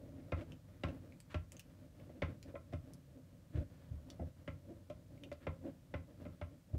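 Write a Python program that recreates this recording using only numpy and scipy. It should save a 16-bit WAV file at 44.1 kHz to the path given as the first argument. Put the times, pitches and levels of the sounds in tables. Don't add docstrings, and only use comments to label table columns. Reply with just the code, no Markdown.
import sys
import numpy as np
from scipy import signal
from scipy.fft import rfft, irfft, next_fast_len
from scipy.io import wavfile
from scipy.ndimage import uniform_filter1d, map_coordinates

SR = 44100
rng = np.random.default_rng(int(sys.argv[2]) if len(sys.argv) > 2 else 0)


def waveform_to_disk(signal):
    frames = np.transpose(np.atleast_2d(signal))
    scaled = np.clip(frames, -1, 1) * 32767
    samples = np.round(scaled).astype(np.int16)
    wavfile.write(sys.argv[1], SR, samples)


N = 298998

# f/Hz, level/dB
HISS_EQ = [(25, -5), (60, -0.5), (300, 8.5), (1000, 7), (2500, 3.5), (5000, 1.5), (8500, 0), (10500, -3),
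           (12500, -1.5), (15500, -5)]
# f/Hz, t60/s
ROOM_DECAY = [(100, 0.31), (500, 0.261), (2000, 0.213), (6000, 0.12), (14000, 0.054)]
# start/s, effort/dB, wetness/dB
TURNS = [(-0.19, 4.5, -3), (0.31, 0.5, 1), (0.82, 2, 0), (1.33, -1.5, 1), (1.8, 0.5, -0.5), (2.22, 3, -0.5),
         (2.72, 0, -1), (3.12, -3.5, -3), (3.52, 0, 5), (3.9, 1.5, 1), (4.46, 0.5, -3), (4.93, -1, -4),
         (5.46, -0.5, -2), (5.92, 0, -0.5), (6.4, -2, -6.5)]
# position/turns, level/dB
PUSH_ENVELOPE = [(0, -1.5), (0.3, 0.5), (0.65, 0), (0.88, -5), (1, -1.5)]
# f/Hz, level/dB
RUMBLE_EQ = [(22, -43.5), (33, -24), (45, 2), (70, -4), (87, 6.5), (125, 2), (170, 2), (210, -12.5),
             (300, -28.5), (600, -73)]
# f/Hz, level/dB
DRAG_EQ = [(30, -59), (100, -20.5), (200, -3), (280, 4.5), (340, -7.5), (440, -15), (540, -3.5), (630, -10),
           (760, -25.5), (1100, -33.5), (3000, -59)]
# f/Hz, level/dB
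SQUELCH_EQ = [(400, 3), (900, 2.5), (1700, 3.5), (2600, -3), (4000, -5.5), (8000, -19.5), (15000, -14)]
# t/s, level/dB, f/Hz, width/octaves, upper resonance/dB, tick/dB
POPS = [(.411, -53.5, 2480, .4, -21.5, -16), (.521, -55, 2800, 0.45, -11, -14.5),
        (.886, -52.5, 2610, 0.41, -25, -18), (1.123, -57.5, 2227, 0.49, -26.5, -23),
        (1.203, -54.5, 8200, 0.15, -30, -1.5), (1.520, -49.5, 7780, 0.52, -21, -2.5),
        (1.5677, -55, 3180, .25, -2.5, -9.5), (1.5951, -47.5, 2760, 0.33, -1.5, 0.5),
        (1.999, -61, 2550, 0.42, -25, -21), (2.428, -55.5, 2490, 0.67, 0.5, -5),
        (2.9356, -57, 4870, 1, -2.5, -6), (4.102, -47.5, 4190, 0.77, -32.5, -12),
        (5.177, -61, 2396, 0.47, -22.5, -17), (5.2363, -45, 2730, 0.22, -17, -15.5),
        (5.327, -56, 3950, 0.66, -18.5, -11)]
# f/Hz, level/dB
TICK_EQ = [(500, -9), (1100, -3.5), (2400, 4), (6000, -1.5), (9000, -1.5), (15000, -6.5)]
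# delay/s, level/dB
ECHOES = [(.0053, -10), (.0102, -12)]
# centre/s, length at half height/s, judder/dB, squish/dB
RUBS = [(0.188, 0.0543, -56, -75), (0.387, 0.043, -48.5, -63.5), (0.42, 0.027, -46.5, -64),
        (0.892, 0.0392, -44.5, -64.5), (1.322, 0.0346, -65.5, -60), (2.174, 0.055, -56, -78.5),
        (2.296, 0.04, -51.5, -68), (2.491, 0.0316, -56, -69.5), (2.568, 0.017, -65.5, -73),
        (3.177, 0.0524, -57.5, -89.5), (3.57, 0.052, -48.5, -63.5), (3.618, 0.0313, -47.5, -70),
        (4.224, .026, -47.5, -77), (4.71, 0.042, -50.5, -78), (5.247, 0.0676, -54.5, -81.5),
        (5.433, 0.046, -61.5, -69.5), (5.67, 0.062, -44.5, -70.5), (6.29, 0.037, -58.5, -88),
        (6.531, 0.0514, -60, -82.5), (6.752, 0.0262, -46.5, -74.5)]
# f/Hz, level/dB
JUDDER_EQ = [(25, -59), (70, -9), (150, 0), (280, 6), (400, -4.5), (545, 0.5), (660, -9), (850, -22),
             (1500, -39.5), (4000, -52.5)]
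# f/Hz, level/dB
SQUISH_EQ = [(400, -27), (1000, 5), (1600, 9), (2700, 1), (3600, -2), (5000, -11), (9000, -17),
             (15000, -38)]
# centre/s, level/dB, f/Hz
THUDS = [(3.558, -29, 106.8), (3.92, -35.5, 102.8), (4.204, -37.5, 192), (6.267, -41.5, 201),
         (6.744, -30, 102.6)]
# f/Hz, level/dB, t60/s
BOWL_MODES = [(54.67, 6.5, 0.16), (87.14, 14, 0.212), (97.59, 11.5, 0.1565), (134.7, 13, 0.052),
              (155.16, 8, 0.13), (265.86, 2, 0.085), (281.3, 0.5, 0.142), (311.1, 17, 0.0239),
              (443.6, 9.5, 0.02115), (529.24, 9.5, 0.0587), (564.8, 8.5, 0.0393), (672.7, 0.5, 0.0307),
              (781, -39.5, 0.067), (1051.8, -10.5, 0.116), (1128.7, -16, 0.123), (1284.8, -11, 0.09),
              (1352.8, -10.5, 0.107), (1468, -16, 0.0836), (1597, -17, 0.0885), (1882, -20, 0.061),
              (2005.7, -12, 0.0752), (2073, -11, 0.0735), (2232.5, -13, 0.0536), (2447, -11.5, 0.0424),
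              (2750, -16.5, 0.024), (3247, -16, 0.017), (3588, -18, 0.0184)]
# f/Hz, level/dB
CLACK_EQ = [(200, -10.5), (600, 16.5), (1300, 5), (2600, 3), (3500, -7.5), (4300, -16.5), (5500, -20),
            (8000, -33), (15000, -52)]
# t/s, click/dB, ring/dB, thump/dB, hardness/(dB per octave), wall detune/semitones
KNOCKS = [(0.3201, -36.5, -35.5, -40, 1, 0), (0.835, -35.5, -38.5, -38.5, 4.5, 1),
          (1.3427, -39, -41.5, -37.5, 5, 2.5), (2.094, -67, -52, -59.5, 1, 0.5),
          (2.22, -33, -34, -39, 3, 0.5), (2.5402, -74.5, -42.5, -55.5, -5.5, 0.04),
          (2.553, -45, -43, -67, -9.5, 1.29), (2.7253, -57.5, -51, -40, 7.5, 3.5),
          (2.7338, -49.5, -44, -40, 7, 2), (3.571, -80, -48, -41, 4.5, -2),
          (4.1941, -56.5, -44.5, -44.5, -3.5, 4), (4.2195, -72, -45.5, -52.5, 2, 0),
          (4.4769, -43, -45, -44, 3, 1), (4.8989, -53.5, -44, -54, 9.5, 2),
          (5.3152, -49.5, -42.5, -59, 7, 1.5), (5.4675, -37.5, -37, -42, 0.5, 0),
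          (5.939, -40, -39.5, -39, 1.5, 0.5), (6.252, -53.5, -51, -59.5, 1, 2),
          (6.263, -58.5, -53, -55.5, 5, 0), (6.413, -44, -48.5, -44, 2.5, 2),
          (6.731, -74.5, -54.5, -46, -11, 1)]


def amp(db):
    return 10 ** (np.asarray(db) / 20)


def unit(x):
    return x / np.sqrt(np.mean(x ** 2) + 1e-20)


def along(points, hz):
    f, v = np.transpose(points)
    return np.interp(np.log(hz + 1), np.log(f + 1), v)


def wobble(rate):
    return map_coordinates(rng.standard_normal(int(N * rate / SR) + 4), [np.arange(N) * rate / SR])


def coloured(x, eq):
    m = next_fast_len(len(x) + 8192)
    gain = amp(along(eq, np.fft.rfftfreq(m, 1 / SR)))
    return unit(irfft(rfft(x, m) * gain, m)[:len(x)])


def noise(size, eq):
    return coloured(rng.standard_normal(size), eq)


def add(track, s, sound):
    start = max(round(s * SR), 0)
    part = track[start:start + len(sound)]
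    part += sound[:len(part)]


def grains(size, per_s, spread_db):
    sizes = amp(spread_db * np.minimum(rng.exponential(size=size), 4))
    return (rng.random(size) < per_s / SR) * sizes * rng.standard_normal(size)


def hiss(level_db=-77):
    return amp(level_db) * noise(N, HISS_EQ)


def room(x):
    hz, t, spectrum = signal.stft(rng.standard_normal(SR // 2), SR, nperseg=256)
    decay = amp(-60 * t / along(ROOM_DECAY, hz)[:, None])
    tail = signal.istft(spectrum * decay, SR, nperseg=256)[1]
    predelayed = np.pad(x, (300, 0))
    return signal.fftconvolve(predelayed, tail / np.linalg.norm(tail))[:N]


def stirring(rumble_db=-59, drag_db=-65, squelch_db=-80.5, lurch_db=3.5, last_turn_s=0.302):
    starts, effort_db, wetness_db = np.transpose(TURNS)
    edges = np.append(starts, starts[-1] + last_turn_s)
    turns_done = np.interp(np.arange(N) / SR, edges, np.arange(len(edges)))
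    turn = np.minimum(turns_done.astype(int), len(TURNS) - 1)
    per_turn = lambda values: uniform_filter1d(values[turn], size=SR // 20)
    push = per_turn(effort_db) + np.interp(turns_done % 1, *np.transpose(PUSH_ENVELOPE))
    lurch = lurch_db * wobble(18)
    releases = grains(N, per_s=4000, spread_db=1.5)
    rumble = amp(rumble_db + 0.45 * push + 0.5 * lurch) * noise(N, RUMBLE_EQ)
    drag = amp(drag_db + push + lurch) * coloured(releases, DRAG_EQ)
    wet_gain = amp(squelch_db + per_turn(wetness_db) + 0.393 * push + lurch)
    return rumble + drag + wet_gain * coloured(releases, SQUELCH_EQ)


def cavity(size, hz, octaves):
    width = 2 ** np.clip(octaves, 0.05, 0.9)
    band = [(hz / 3, -40), (hz / width, -16), (hz, 0), (hz * width, -16), (hz * 2, -30), (hz * 4, -50)]
    return noise(size, band)


def bubble_pops(upper_ratio=2.013, burst_t60=0.007, spray_db=-13, spray_t60=0.0638):
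    out, t = np.zeros(N), np.arange(SR // 10) / SR
    envelope = amp(-60 * t / burst_t60) + amp(spray_db - 60 * t / spray_t60)
    for s, db, hz, octaves, upper_db, tick_db in POPS:
        lower = cavity(len(t), hz, octaves)
        upper = amp(upper_db) * cavity(len(t), hz * upper_ratio, octaves)
        tick = amp(tick_db) * noise(len(t), TICK_EQ)
        snap = amp(db) * envelope * (lower + upper + tick)
        add(out, s, snap)
        for delay, echo_db in ECHOES:
            add(out, s + delay, amp(echo_db) * snap)
    return out


def blade_rubs(slips_per_s=283, jitter=0.1398, grit=0.58):
    out = np.zeros(N)
    for s, length, judder_db, squish_db in RUBS:
        size = int(2 * length * SR)
        slip_rate = slips_per_s * np.exp(jitter * wobble(120)[:size])
        slips = np.diff(np.floor(np.cumsum(slip_rate) / SR), prepend=0)
        judder = amp(judder_db) * coloured(unit(slips) + grit * rng.standard_normal(size), JUDDER_EQ)
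        squish = amp(squish_db) * coloured(grains(size, per_s=6000, spread_db=1.8), SQUISH_EQ)
        add(out, s - size / SR / 2, np.hanning(size) * (judder + squish))
    return out


def bowl_thuds(width_cycles=0.657, rebound_s=0.02763, rebound_db=-5.5, rebound_pitch=0.776):
    out, t = np.zeros(N), np.arange(-SR // 20, SR // 20) / SR
    for s, db, hz in THUDS:
        for k in range(3):
            cycles = hz * rebound_pitch ** k * t
            swing = -np.sin(2 * np.pi * cycles) * np.exp(-(cycles / width_cycles) ** 2)
            add(out, s + k * rebound_s + t[0], amp(db + k * rebound_db) * swing)
    return out


def wall_clack(t, hardness, attack_s=0.000904, clack_t60=0.0214, clatter_t60=0.1618):
    decay = amp(-2 - 60 * t / clack_t60) + amp(-14 - 60 * t / clatter_t60)
    attack = 1 - np.exp(-t / attack_s)
    tilted_eq = [(hz, db + hardness * np.log2(hz / 1000)) for hz, db in CLACK_EQ]
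    return attack * decay * noise(len(t), tilted_eq)


def wall_knocks(lag_s=0.00874, lag_at_hz=87.14, lag_power=1.226, attack_cycles=3, vary_db=2.5):
    out, t = np.zeros(N), np.arange(SR // 2) / SR
    rest_hz, mode_db, t60 = np.transpose(BOWL_MODES)[:, :, None]
    is_wall = (rest_hz > 400) & (rest_hz < 900)
    age = np.maximum(t - lag_s * (lag_at_hz / rest_hz) ** lag_power, 0)
    for s, click_db, ring_db, thump_db, hardness, semitones in KNOCKS:
        hz = rest_hz * 2 ** (is_wall * semitones / 12)
        drift = signal.resample(rng.standard_normal((len(BOWL_MODES), 48)), len(t), axis=1)
        smear = 0.9 * drift * np.minimum(age * hz / 25, 1)
        attack = 1 - np.exp(-age * hz / attack_cycles)
        modes = np.sin(2 * np.pi * hz * age + smear) * attack * amp(mode_db - 60 * age / t60)
        hit_eq = [(150, thump_db), (420, ring_db), (750, ring_db), (1050, click_db)]
        gains = amp(along(hit_eq, rest_hz[:, 0]) + vary_db * rng.standard_normal(len(BOWL_MODES)))
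        add(out, s, gains @ modes + amp(click_db) * wall_clack(t, hardness))
    return out


def scene(reverb_db=-14):
    bowl = wall_knocks() + bowl_thuds() + blade_rubs() + bubble_pops() + stirring()
    return (bowl + amp(reverb_db) * room(bowl) + hiss())[None]


def record(dry, low_cut_hz=36, top_hz=15700):
    m = next_fast_len(N + SR // 2)
    hz = np.fft.rfftfreq(m, 1 / SR)
    low_cut = 1 / np.sqrt(1 + (low_cut_hz / (hz + 1)) ** 12)
    return irfft(rfft(dry, m) * low_cut * (hz < top_hz), m)[..., :N]


dry = scene()
out = record(dry)
waveform_to_disk(out)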